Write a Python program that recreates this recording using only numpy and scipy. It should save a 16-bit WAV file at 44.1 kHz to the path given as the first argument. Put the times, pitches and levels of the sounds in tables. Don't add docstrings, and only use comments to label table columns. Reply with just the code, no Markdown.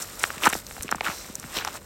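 import sys
import numpy as np
from scipy import signal
from scipy.io import wavfile

SR = 44100
rng = np.random.default_rng(int(sys.argv[2]) if len(sys.argv) > 2 else 0)


def amplitude_ratio(level_db):
    exponent = np.asarray(level_db, float) / 20
    return 10 ** exponent


def pcm_store(signal):
    levels = np.round(np.clip(np.atleast_2d(signal), -1, 1) * 32767)
    wavfile.write(sys.argv[1], SR, levels.astype(np.int16).T)


N = 81585
t = np.arange(N) / SR

# t/s, peak level/dB, f/Hz, width at half height/ms
CRUST_CRACKS = [(0.2396, -1, 1730, 0.57), (0.2523, -21.5, 1430, 1), (0.3042, -15.5, 1460, 0.88),
                (0.381, -23.5, 2500, 0.44), (0.436, -10, 3200, 0.74), (0.4385, -28, 2700, 0.7),
                (0.4411, -29, 2900, 0.46), (0.4432, -10.5, 2870, 0.8), (0.4559, -9, 1820, 0.84),
                (0.4593, -13.5, 1354, 3.8), (0.4638, -5, 1110, 1.07), (0.4696, -0.5, 1140, 1.49),
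                (0.4727, -4, 1420, 0.86), (0.4762, -6.5, 1610, 1.34), (0.502, -23.5, 1590, 1.4),
                (0.5065, -23, 1250, 1.7), (0.5281, -14.5, 2270, 0.46), (0.5293, -21, 734, 1.7),
                (0.5328, -11, 1950, 0.6), (0.5352, -18.5, 3120, 0.8), (0.5533, -15.5, 790, 0.74),
                (0.711, -19.5, 1900, 0.28), (0.7667, -25.5, 1410, 0.56), (0.7806, -30.5, 840, 1.9),
                (0.8092, -20, 1840, 0.32), (0.881, -23.5, 2800, 0.89), (0.8914, -17, 1570, 0.53),
                (0.917, -10, 1420, 0.59), (0.9255, -5, 1340, 0.72), (0.9477, -13.5, 1020, 0.82),
                (0.9835, -28.5, 1270, 2.2), (1.0086, -13.5, 2550, 0.93), (1.0101, -14, 840, 1.05),
                (1.0465, -22.5, 2810, 0.99), (1.0612, -20, 1330, 1.1), (1.0658, -14, 1600, 1.6),
                (1.0694, -23, 1170, 1.8), (1.0729, -15.5, 1450, 1.7), (1.0767, -23, 1110, 1.7),
                (1.0826, -16, 1950, 0.85), (1.0869, -22, 1260, 1.5), (1.1006, -19, 1250, 1),
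                (1.43, -26, 2050, 0.3), (1.4413, -24.5, 1840, 0.51), (1.5703, -14, 3800, 0.6),
                (1.5871, -16.5, 3200, 0.82), (1.6121, -20, 1470, 0.84), (1.6157, -25, 1590, 0.87),
                (1.6238, -25, 1480, 0.56), (1.6489, -16, 5930, 0.43), (1.6494, -15, 1220, 1),
                (1.6725, -20, 1100, 1.4), (1.6755, -16, 3520, 0.32), (1.6765, -16, 1010, 1.1),
                (1.6857, -20, 1270, 0.94), (1.7552, -21.5, 1340, 0.29)]
# t/s, level/dB, centre f/Hz, width at half height/ms
CRYSTAL_SPRAYS = [(0.024, -32, 6700, 12.6), (0.1962, -34.5, 7540, 5.6), (0.2341, -29.5, 7900, 8.2),
                  (0.457, -26.5, 7000, 7), (0.491, -28.5, 8300, 4.2), (0.4996, -30, 7500, 5.6),
                  (0.529, -31, 8900, 4.4), (0.542, -30.5, 5950, 3.2), (0.667, -34, 5430, 2.2),
                  (0.8246, -28.5, 8900, 2.2), (0.8321, -30, 7200, 5.1), (0.9138, -18, 6100, 1.8),
                  (0.9574, -34, 7300, 3.2), (1.15, -43, 5170, 150), (1.3547, -20.5, 7200, 1.04),
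                  (1.3983, -24.5, 7640, 1), (1.573, -34, 4000, 50), (1.6491, -29, 7500, 1.06),
                  (1.678, -38.5, 5430, 5.3)]
# t/s, peak level/dB, f/Hz, width at half height/ms
SOLE_THUDS = [(0.374, -35.5, 257, 4.8), (0.4737, -18, 352, 6.9), (0.5327, -24, 320, 1.7),
              (0.5571, -32, 323, 12.4), (0.8486, -31.5, 376, 8.9), (0.9273, -32.5, 308, 8.6),
              (0.9548, -32.5, 310, 8.7), (1.015, -33, 350, 1.9), (1.091, -30, 260, 7),
              (1.3004, -32.5, 304, 5.2), (1.385, -41, 247, 22), (1.447, -36, 248, 14.4),
              (1.5686, -33, 433, 21.5)]
# t/s, coarse grain level/dB, fine grain level/dB
LOAD_CRACKLE = [(0, -38.5, -36), (0.052, -46.5, -43.5), (.18, -45.5, -43.5), (0.237, -36, -37),
                (.28, -41.5, -40), (0.406, -43, -45), (0.439, -26, -30.5), (0.476, -23.5, -28.5),
                (0.483, -34, -48.5), (0.563, -42.5, -35), (0.632, -51.5, -51), (.72, -49.5, -43),
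                (.93, -45, -51.5), (1.0, -49.5, -52.5), (1.034, -40, -47.5), (1.046, -31, -37.5),
                (1.108, -34, -41), (1.15, -44, -44), (1.38, -51, -49), (1.522, -43, -44.5),
                (1.573, -32, -37), (1.62, -36.5, -48.5), (1.7, -43, -45), (1.769, -41, -42),
                (1.79, -55.5, -54.5), (1.85, -53.5, -51.5)]
# f/Hz, relative level/dB
COARSE_BANDS = [(350, -7), (700, -2.5), (1150, 0.5), (1600, -1.5), (2300, -1.5), (3200, -4.5)]
# f/Hz, relative level/dB
FINE_BANDS = [(4200, 2), (5500, 6), (7800, 9), (10000, -1), (12300, 6), (15300, 1)]
# f/Hz, relative level/dB
RUMBLE_BANDS = [(45, -5), (62, -5.5), (90, -3), (135, -6), (210, -2.5), (330, -7), (500, -2)]
# t/s, peak level/dB, f/Hz, width at half height/ms
LOW_BUMPS = [(.565, -39, 65, 14), (.735, -40, 53.3, 23), (.81, -33, 58.7, 13), (1.583, -37.5, 49.6, 17)]


def rms(x):
    return np.sqrt(np.mean(x ** 2))


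def band(x, centre_hz, octaves):
    edges_hz = centre_hz * 2.0 ** (np.array([-0.5, 0.5]) * octaves)
    edges_hz = np.clip(edges_hz, 10, 0.47 * SR)
    y = signal.sosfilt(signal.butter(2, edges_hz, "band", fs=SR, output="sos"), x)
    return y / rms(y)


def hump(peak_s, width_ms, rise):
    u = (t - peak_s) / (width_ms / 1000)
    side = np.where(u < 0, rise, 1 - rise)
    power = np.where(u < 0, 2, 1.4)
    return 2.0 ** -(np.abs(u / side) ** power)


def snaps(table, rise, sag):
    out = np.zeros(N)
    for (peak_s, db, hz, width_ms), phase in zip(table, rng.random(len(table))):
        cycles = hz * (t - peak_s)
        bend = sag * np.clip(cycles, -3, 3) ** 2
        out += amplitude_ratio(db) * hump(peak_s, width_ms, rise) * np.cos(2 * np.pi * (cycles - bend + phase))
    return out


def grit(rate_hz, spread_db):
    hit, size, sign = rng.random((3, N))
    click = np.clip((rate_hz / SR - hit) * SR / 40, 0, 1)
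    rare = np.minimum(-np.log(1 - size), 5)
    return click * amplitude_ratio(spread_db * rare) * np.sign(sign - 0.5)


def crackle(bands, column, rate_hz, spread_db, own, octaves):
    shared = grit(rate_hz, spread_db)
    x = np.zeros(N)
    for hz, db in bands:
        alone = band(grit(rate_hz, spread_db), hz, octaves)
        x += amplitude_ratio(db) * (band(shared, hz, octaves) + own * alone)
    load = np.array(LOAD_CRACKLE)
    level_db = np.interp(t, load[:, 0], load[:, column])
    return x / rms(x) * amplitude_ratio(level_db)


def rumble():
    noise_db = -48.5
    x = sum(amplitude_ratio(db) * band(rng.standard_normal(N), hz, 0.54) for hz, db in RUMBLE_BANDS)
    return amplitude_ratio(noise_db) * x / rms(x) + snaps(LOW_BUMPS, rise=0.96, sag=0)


def sprays():
    glint_hz, glint_db = 13100, -9
    glint = amplitude_ratio(glint_db) * band(rng.standard_normal(N), glint_hz, 0.35)
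    out = np.zeros(N)
    for peak_s, db, hz, width_ms in CRYSTAL_SPRAYS:
        crystals = band(grit(rate_hz=7000.0, spread_db=3.0), hz, octaves=0.89)
        out += amplitude_ratio(db) * hump(peak_s, width_ms, 0.43) * (crystals + glint)
    return out


def cracks():
    edge_db, pitch_ratio, width_ratio = -12, 2.05, 0.76
    sag = 0.05
    edges = [(s - 0.46 * ms / 1000, db + edge_db, hz * pitch_ratio, ms * width_ratio)
             for s, db, hz, ms in CRUST_CRACKS]
    x = snaps(CRUST_CRACKS, 0.22, sag) + snaps(edges, 0.16, sag)
    return signal.sosfilt(signal.butter(2, 300, "high", fs=SR, output="sos"), x)


def thuds():
    return snaps(SOLE_THUDS, rise=0.25, sag=0.13)


def settling_tail(hits):
    tail_db, t60_s = -9.5, 0.023
    tail_t = t[:4000]
    tail = rng.standard_normal(len(tail_t)) * np.exp(-np.log(1000) * tail_t / t60_s)
    tail *= amplitude_ratio(tail_db) / np.sqrt(np.sum(tail ** 2))
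    return signal.fftconvolve(hits, tail)[:N]


def scene():
    coarse = crackle(COARSE_BANDS, column=1, rate_hz=834.0, spread_db=3.5, own=1.85, octaves=0.76)
    fine = crackle(FINE_BANDS, column=2, rate_hz=5100.0, spread_db=5.0, own=0.85, octaves=0.38)
    hits = sprays() + cracks() + thuds()
    return (hits + settling_tail(hits) + coarse + fine + rumble())[None]


def top_cut(x):
    return signal.sosfilt(signal.butter(12, 17140, fs=SR, output="sos"), x)


def record(dry):
    top_hz = 15900
    soft = dry / (1 + dry ** 4) ** 0.25
    low_pass = signal.ellip(6, 0.3, 45, top_hz, fs=SR, output="sos")
    return top_cut(signal.sosfilt(low_pass, soft))


dry = scene()
out = record(dry)
pcm_store(out)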